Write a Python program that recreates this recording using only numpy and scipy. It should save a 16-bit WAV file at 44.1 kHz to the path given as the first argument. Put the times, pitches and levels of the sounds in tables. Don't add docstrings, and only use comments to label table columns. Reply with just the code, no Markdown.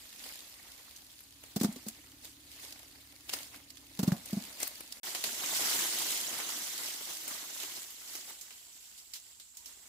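import sys
import numpy as np
from scipy import signal
from scipy.fft import rfft, irfft, next_fast_len
from scipy.io import wavfile
from scipy.ndimage import uniform_filter1d, map_coordinates

SR = 44100
rng = np.random.default_rng(int(sys.argv[2]) if len(sys.argv) > 2 else 0)


def to_wav(sig):
    pcm = np.clip(np.atleast_2d(sig), -1, 1) * 32767
    pcm = np.round(pcm).astype(np.int16)
    wavfile.write(sys.argv[1], SR, pcm.T)


N = 435707


def amp(db):
    return 10 ** (np.asarray(db) / 20)


def unit(x):
    return x / np.sqrt(np.mean(x ** 2) + 1e-20)


def along(points, hz):
    frequencies, values = np.transpose(points)
    return np.interp(np.log(hz + 1), np.log(frequencies + 1), values)


def curves(rows):
    times, *columns = np.transpose(rows)
    return [np.interp(np.arange(N) / SR, times, column) for column in columns]


def wobble(rate):
    return map_coordinates(rng.standard_normal(int(N * rate / SR) + 4), [np.arange(N) * rate / SR])


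def panned(pan_db):
    return amp(np.array([[.5], [-.5]]) * pan_db)


def add(out, seconds, x):
    start = round(seconds * SR)
    out[:, start:start + x.shape[-1]] += x[..., :N - start]


def coloured(pair, spectrum):
    # frequency in Hz, likeness from 0 to 1.
    likeness = [(60, 0.72), (250, 0.92), (500, 0.72), (1000, 0.25), (2000, 0), (16000, 0.05)]
    size = pair.shape[1]
    padded = next_fast_len(size + 4096)
    hz = np.fft.rfftfreq(padded, 1 / SR)
    blend = np.arcsin(np.clip(along(likeness, hz), 0, 1)) / 2
    shaped = rfft(pair, padded) * amp(along(spectrum, hz))
    return unit(irfft(np.cos(blend) * shaped + np.sin(blend) * shaped[::-1], padded)[:, :size])


def noise(spectrum, size=N):
    return coloured(rng.standard_normal((2, size)), spectrum)


def strokes(rows, rise_ratio):
    t, hiss, body = np.arange(N) / SR, np.zeros(N), np.zeros(N)
    for peak_s, db, fade_s, body_db in rows:
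        from_peak = np.maximum(t - peak_s, (peak_s - t) / rise_ratio) / fade_s
        power = amp(db - 10 * np.minimum(from_peak, 10)) ** 2
        hiss += power
        body += power * amp(body_db) ** 2
    return hiss, body


def rustle(spectrum, per_second, spread_db, life_s, share):
    contacts = rng.random(N) < per_second / SR
    sizes = amp(spread_db * np.minimum(rng.exponential(size=N), 4))
    power = signal.lfilter([1], [1, -np.exp(-2 / (life_s * SR))], (contacts * sizes) ** 2)
    envelope = np.sqrt(1 - share + share * power / power.mean())
    slices = signal.stft(envelope * rng.standard_normal((2, N)), nperseg=256)[2]
    tint = uniform_filter1d(rng.standard_normal(slices.shape[1:]), 5, axis=0)
    tint_db = 2.2 * unit(uniform_filter1d(tint, 5, axis=1))
    return coloured(signal.istft(slices * amp(tint_db), nperseg=256)[1][:, :N], spectrum)


def ticks(spectrum, per_second, spread_db, life_s):
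    contacts = (rng.random(N) < per_second / SR) * amp(spread_db * rng.random(N))
    envelope = signal.lfilter([1], [1, -np.exp(-1 / (life_s * SR))], contacts)
    return coloured(envelope * rng.standard_normal((2, N)), spectrum)


def hands_in_leaves(resting_hiss_db=-60.5, resting_body_db=-76):
    # peak time in seconds, hiss in dB, fade in seconds, body in dB over hiss.
    brushes = [(.02, -53, 0.68, -11), (.26, -46.5, .2, -8.5), (.47, -55.5, 0.22, -46),
               (.68, -55.5, 0.39, -4.5), (.88, -57.5, 0.66, -22), (1.46, -56.5, .1, -6),
               (1.69, -52.5, 0.35, -8), (1.92, -61.5, 0.45, -7), (2.25, -48, 0.055, -12.5),
               (2.53, -51.5, 0.13, -11), (2.64, -47.5, 0.12, -9.5), (2.83, -58, 1, -8),
               (3.34, -40.5, 0.081, -9), (3.42, -48.5, 0.081, -9), (3.545, -49, 0.049, -3.5),
               (4.06, -51.5, 0.39, -6.5), (4.31, -49, 0.25, -11.5), (4.48, -49.5, 0.41, -7),
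               (4.625, -38.5, 0.065, -9.5), (4.78, -51, 0.18, -11), (4.97, -55, 0.32, -9)]
    # frequency in Hz, level in dB.
    hiss_spectrum = [(880, -41.5), (1500, -16), (1720, -5.5), (2210, -13.5), (2510, -3), (3840, -1),
                     (4640, 0), (5600, -3.5), (6760, -3), (14600, -5.5), (15500, -9.5), (16000, -25)]
    body_spectrum = [(110, -40.5), (180, -14), (285, -8.5), (407, -15), (639, -11.5), (1430, -15),
                     (1730, -15.5), (2200, -8), (2860, -28.5), (4840, -120)]
    hiss_power, body_power = strokes(brushes, rise_ratio=0.5)
    hiss = rustle(hiss_spectrum, per_second=300, spread_db=4.5, life_s=.002, share=.2)
    stray = amp(-11) * ticks(hiss_spectrum, per_second=20, spread_db=14, life_s=.0018)
    body = rustle(body_spectrum, per_second=150, spread_db=3.5, life_s=.006, share=.3)
    return (np.sqrt(hiss_power + amp(resting_hiss_db) ** 2) * (hiss + stray)
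            + np.sqrt(body_power + amp(resting_body_db) ** 2) * body)


def air(level_db):
    # frequency in Hz, level in dB.
    rumble = [(12, -41), (20, -21), (54, 1.5), (178, -12.5), (260, -8.5), (586, -36), (769, -20),
              (888, -19), (1500, -17), (1950, -46.5), (3300, -120)]
    return amp(level_db) * noise(rumble)


def engine():
    # time in seconds, firings per second, level in dB.
    running = [(0, 29, -80), (.7, 33.9, -77), (1.4, 36, -68), (2.1, 35.17, -64), (3.0, 35.3, -68),
               (3.6, 35, -65), (4.4, 35, -65.5), (5, 32.6, -86)]
    # multiple of the firing rate, level in dB.
    exhaust = [(2, -5), (3, -5.5), (4, -10), (8, -11), (9, -12)]
    # frequency in Hz, level in dB.
    roar = [(200, -35), (265, 1.5), (300, 0.5), (345, -7.5), (430, -17), (600, -31.5)]
    firing_hz, db = curves(running)
    phase = 2 * np.pi * np.cumsum(firing_hz * (1 + .007 * wobble(8))) / SR
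    tones = sum(amp(level + wobble(9)) * np.sin(multiple * phase) for multiple, level in exhaust)
    return amp(db) * (tones + amp(-2) * noise(roar))


def snaps(rows, level_db, crack_db, rise_s, break_s, ping_s, strain_db, shake_db, shake_s, ragged_db):
    # multiple of the snap's pitch, level in dB.
    snap_shape = [(.1, -31), (.45, -9.5), (.8, -1.5), (1, 1.5), (1.2, -2), (2, -4.5), (4, -9.5)]
    # frequency in Hz, level in dB.
    crack_spectrum = [(100, -32), (260, 1.5), (700, 1), (1500, -2), (2800, 4), (5000, -21), (10000, -36.5)]
    lead_s = .02
    out, t = np.zeros((2, N)), np.arange(SR // 4) / SR - lead_s
    after = np.maximum(t, 0)
    strain = amp(strain_db) * np.exp(-np.abs(t) / 0.003)
    onset = 1 - np.exp(-after / rise_s)
    shake = amp(shake_db - 60 * after / shake_s)
    for break_at, db, hz, low_db, pan_db in rows:
        fibres = unit(amp(ragged_db * unit(uniform_filter1d(rng.standard_normal(len(t)), size=30))))
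        release = onset * (fibres * amp(-60 * after / break_s) + shake)
        snap = noise([(hz * ratio, level) for ratio, level in snap_shape], len(t))
        crack = amp(low_db + crack_db) * noise(crack_spectrum, len(t))
        ping = onset * amp(3 - 60 * after / ping_s) * np.sin(2 * np.pi * (hz * t + rng.random((2, 1))))
        sound = (strain + release) * (snap + crack) + ping
        add(out, break_at - lead_s, amp(db + level_db) * panned(pan_db) * sound)
    return out


def stalks():
    # time in seconds, level in dB, pitch in Hz, low crack in dB, left over right in dB.
    breaks = [(.963, -37.5, 5970, -35, -2), (1.206, -42, 12500, -13.5, 1), (1.437, -42.5, 8500, -5.5, 0),
              (1.601, -29.5, 5050, -15, 3), (1.633, -27, 7200, -18, 12), (1.726, -38, 7910, -27, -.5),
              (1.885, -26.5, 7700, -26, 1.5), (2.247, -46, 4750, -22, -1), (2.724, -36.5, 4830, -17.5, 0.5),
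              (3.294, -28, 3120, -23, 1.5), (3.336, -19.5, 4860, -12.5, 4), (3.704, -36.5, 4650, -24, -4),
              (3.771, -40.5, 3240, -45, -5), (4.259, -33.5, 9620, -33, 4), (4.602, -29, 8150, -17, 0.5),
              (4.630, -20.5, 7760, -16.5, 5), (4.676, -29.5, 13900, -40, 4.5),
              (4.807, -33.5, 11700, -10.5, 0.5), (4.924, -29, 4900, -27, -2)]
    return snaps(breaks, level_db=-2.5, crack_db=4, rise_s=0.000703, break_s=0.021, ping_s=0.0083,
                 strain_db=-9, shake_db=-22.5, shake_s=0.22, ragged_db=6.5)


def tree_echo(x):
    # frequency in Hz, seconds to fade by 60 dB.
    fade_times = [(200, 0.28), (2000, 0.14), (6000, 0.28), (14000, 0.073)]
    hz, t, slices = signal.stft(rng.standard_normal((2, SR // 2)), SR, nperseg=256)
    tail = signal.istft(slices * amp(-60 * t / along(fade_times, hz)[:, None]), SR, nperseg=256)[1]
    return signal.fftconvolve(x, tail / np.linalg.norm(tail[0]), axes=1)[:, :N]


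def fruit_in_basket(contact_s=0.0062, crunch_rise_s=0.0027, crunch_fade_s=0.06, wall_fade_s=0.28):
    # start in seconds, thump in dB, floor pitch in Hz, crunch in dB,
    # seconds for the ring to fade by 60 dB.
    drops = [(1.56, -22.5, 200, -28, 0.047), (1.61, -19, 223, -28, 0.037),
             (1.633, -23.5, 250, -30.5, 0.037), (1.643, -17.5, 211, -27.5, 0.1),
             (1.685, -29.5, 203, -68, 0.071), (1.76, -42, 255, -42.5, 0.079), (1.863, -35, 220, -41, 0.13),
             (3.99, -24.5, 191, -29.5, 0.14), (4.029, -18.5, 204, -29, 0.0072),
             (4.075, -14.5, 183, -31, 0.065), (4.118, -16.5, 170.4, -33, 0.058),
             (4.327, -22.5, 202, -38.5, 0.077), (4.367, -23, 201, -45, 0.088)]
    # multiple of its pitch, level in dB, multiple of its ring time.
    floor_tones = [(1, -1, 0.75), (1.09, -28, 3.3), (.7, -30.5, .6), (1.4, -23, 0.84), (2, -28, 0.28),
                   (3.3, -26.5, 1.3)]
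    # frequency in Hz, level in dB.
    wall_spectrum = [(70, -20.5), (150, -7.5), (250, 4.5), (380, -25.5), (700, -12.5), (1500, -23.5),
                     (4000, -49)]
    spine_spectrum = [(100, 5.5), (400, 17.5), (700, 5.5), (1100, 3.5), (2200, -3.5), (4500, 5), (11000, 1),
                      (16000, 6)]
    out, t = np.zeros((2, N)), np.arange(SR // 3) / SR
    push = np.sin(np.pi / 2 * np.minimum(t / contact_s, 1)) ** 2
    after = np.maximum(t - contact_s, 0)
    crunch_shape = (1 - np.exp(-t / crunch_rise_s)) * amp(-60 * t / crunch_fade_s)
    for start, thump_db, hz, crunch_db, ring_s in drops:
        ring = sum(amp(level - 60 * after / (ring_s * stretch)) * np.sin(2 * np.pi * hz * ratio * t)
                   for ratio, level, stretch in floor_tones)
        walls = amp(-23 - 60 * t / wall_fade_s) * noise(wall_spectrum, len(t))
        add(out, start, amp(thump_db + 1) * push * (walls - ring))
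        add(out, start, amp(crunch_db + 5) * crunch_shape * noise(spine_spectrum, len(t)))
    clock = np.arange(N) / SR
    out[0] = np.interp(clock - 0.000098, clock, out[0])
    bass_cut = signal.butter(2, 100, "highpass", fs=SR, output="sos")
    return signal.sosfilt(bass_cut, out)


def clacks(rise_s=0.00043, fade_s=0.01):
    # start in seconds, level in dB.
    hits = [(1.612, -29.5), (1.646, -30.5), (4.119, -30)]
    # frequency in Hz, level in dB.
    spectrum = [(200, -21), (550, -6.5), (900, -10), (1350, -9), (1750, -4), (2100, -15), (4000, -33)]
    out, t = np.zeros((2, N)), np.arange(SR // 10) / SR
    for start, db in hits:
        envelope = amp(db - 60 * t / fade_s) * (1 - np.exp(-t / rise_s))
        add(out, start, envelope * noise(spectrum, len(t))[0])
    return out


def bough(fastest_at_s=5.648, build_db_per_s=20, settle_db_per_s=7.5):
    # peak time in seconds, hiss in dB, fade in seconds, flapping in dB over hiss.
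    tugs = [(5.07, -40, 0.13, -8), (5.27, -38.5, 0.04, -11.5), (5.57, -34.5, 0.27, -12.5),
            (5.72, -34, 0.11, -11), (5.81, -33, 0.14, -12), (6.0, -35.5, 0.047, -16),
            (6.12, -35, 0.17, -16), (6.38, -50.5, .12, 2), (6.6, -41, 0.73, -11), (6.84, -42, 0.14, -10.5),
            (7.1, -43, 0.11, -14.5), (7.35, -43, 0.21, -7), (7.62, -41.5, 0.22, -12),
            (7.78, -44.5, 0.073, -12.5), (8.14, -44.5, 0.2, -12), (8.3, -45.5, 0.038, -7.5),
            (8.52, -56, 0.43, -10.5), (8.87, -55, 0.31, -16), (8.99, -50, 0.026, -20),
            (9.16, -45, 0.025, -22), (9.28, -59, 0.23, -13), (9.69, -52.5, 0.14, -12),
            (9.86, -55, 0.086, -10.5)]
    # frequency in Hz, level in dB.
    hiss_spectrum = [(880, -59), (1500, -14), (1780, -14), (2040, -10.5), (2370, -6.5), (3000, -1),
                     (4830, -0.5), (7690, 0), (9010, -4), (11800, -3), (14800, -6), (15500, -5),
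                     (16000, -34)]
    flap_spectrum = [(53, -23), (90, -14.5), (183, -9.5), (269, -2), (347, -1), (485, -6), (687, -1.5),
                     (1240, -1.5), (1780, -1.5), (2030, 1.5), (2200, 0), (2860, -21), (4840, -120)]
    since = np.arange(N) / SR - fastest_at_s
    swing_db = np.minimum(build_db_per_s * since, -settle_db_per_s * since)
    hiss_power, flap_power = strokes(tugs, rise_ratio=0.75)
    hiss_power += amp(-35 + swing_db) ** 2
    flap_power += amp(-42.5 + 1.57 * swing_db) ** 2
    hiss = rustle(hiss_spectrum, per_second=800, spread_db=3.8, life_s=.0025, share=.16)
    flaps = rustle(flap_spectrum, per_second=220, spread_db=3.5, life_s=.006, share=.35)
    stray = amp(-15) * ticks(hiss_spectrum, per_second=16, spread_db=14, life_s=.003)
    return np.sqrt(hiss_power) * (hiss + stray) + np.sqrt(flap_power) * flaps


def insects():
    # frequency in Hz, level in dB.
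    chorus = [(6000, -43), (7000, -19.5), (7650, -14.5), (8000, -18.5), (8500, -25), (11000, -50.5)]
    return amp(-61 + .6 * wobble(8)) * panned(pan_db=-5) * noise(chorus)


def twigs():
    # time in seconds, level in dB, pitch in Hz, low crack in dB, left over right in dB.
    breaks = [(5.1486, -28, 4800, -6.5, 0), (5.239, -24, 4350, -10, 1), (5.2887, -36, 3600, -25, -5),
              (5.4408, -34, 2920, -3, 3), (5.5658, -28, 5700, -27, -2), (6.104, -30, 7620, -10, 2),
              (6.33, -42, 4570, 1.5, 0.5), (6.3997, -39.5, 5070, 3.5, 0), (6.8586, -33, 5360, -23, -4),
              (7.2778, -29, 8700, -14, 1), (7.5996, -34, 4140, -22, -3), (7.6323, -34, 7260, -6, 1),
              (7.9036, -41, 13500, -18, -1), (8.1521, -33, 6200, -11.5, -2), (8.4107, -38, 7260, -35, -6.5),
              (8.5055, -43.5, 2700, -13, -0.5), (9.136, -33.5, 4870, -47, -3), (9.156, -46, 4030, -21, 5),
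              (9.3985, -41.5, 4130, -23, 1), (9.5697, -38.5, 6800, -28, -1), (9.6576, -38.5, 5720, -23, -2)]
    return snaps(breaks, level_db=-4, crack_db=.5, rise_s=0.00065, break_s=0.029, ping_s=0.011,
                 strain_db=-24.5, shake_db=-6, shake_s=0.21, ragged_db=2)


def bird():
    # time in seconds, pitch in Hz, level in dB.
    hoot = [(9.51, 830, -100), (9.55, 880, -81), (9.62, 985, -68), (9.66, 1000, -100)]
    hz, db = curves(hoot)
    sounding = db > db.min()
    phase = 2 * np.pi * np.cumsum(hz * (1 + .01 * wobble(80))) / SR
    return sounding * amp(db) * np.sin(phase)


def scene(near_end_s=4.999, far_start_s=5.032):
    t = np.arange(N) / SR
    stalk_snaps, twig_snaps = stalks(), twigs()
    stalk_echo = amp(-17) * tree_echo(stalk_snaps)
    twig_echo = amp(-10) * tree_echo(twig_snaps)
    near = fruit_in_basket() + clacks() + stalk_snaps + stalk_echo
    near += hands_in_leaves() + engine() + air(level_db=-71)
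    far = bough() + twig_snaps + twig_echo + insects() + bird() + air(level_db=-77)
    return near * (t < near_end_s) + far * (t > far_start_s)


def record(dry, top_hz=15600):
    # frequency in Hz, left over right in dB.
    balance = [(700, -0.5), (1300, -1.5), (1850, -4.5), (2800, -1.5), (4000, -2.5), (5500, -2.5),
               (7200, -6), (8800, 1.5), (12000, 3), (15000, 2)]
    padded = next_fast_len(N + SR // 2)
    hz = np.fft.rfftfreq(padded, 1 / SR)
    response = panned(along(balance, hz)) * (hz < top_hz)
    return irfft(rfft(dry, padded) * response, padded)[:, :N]


dry = scene()
out = record(dry)
to_wav(out)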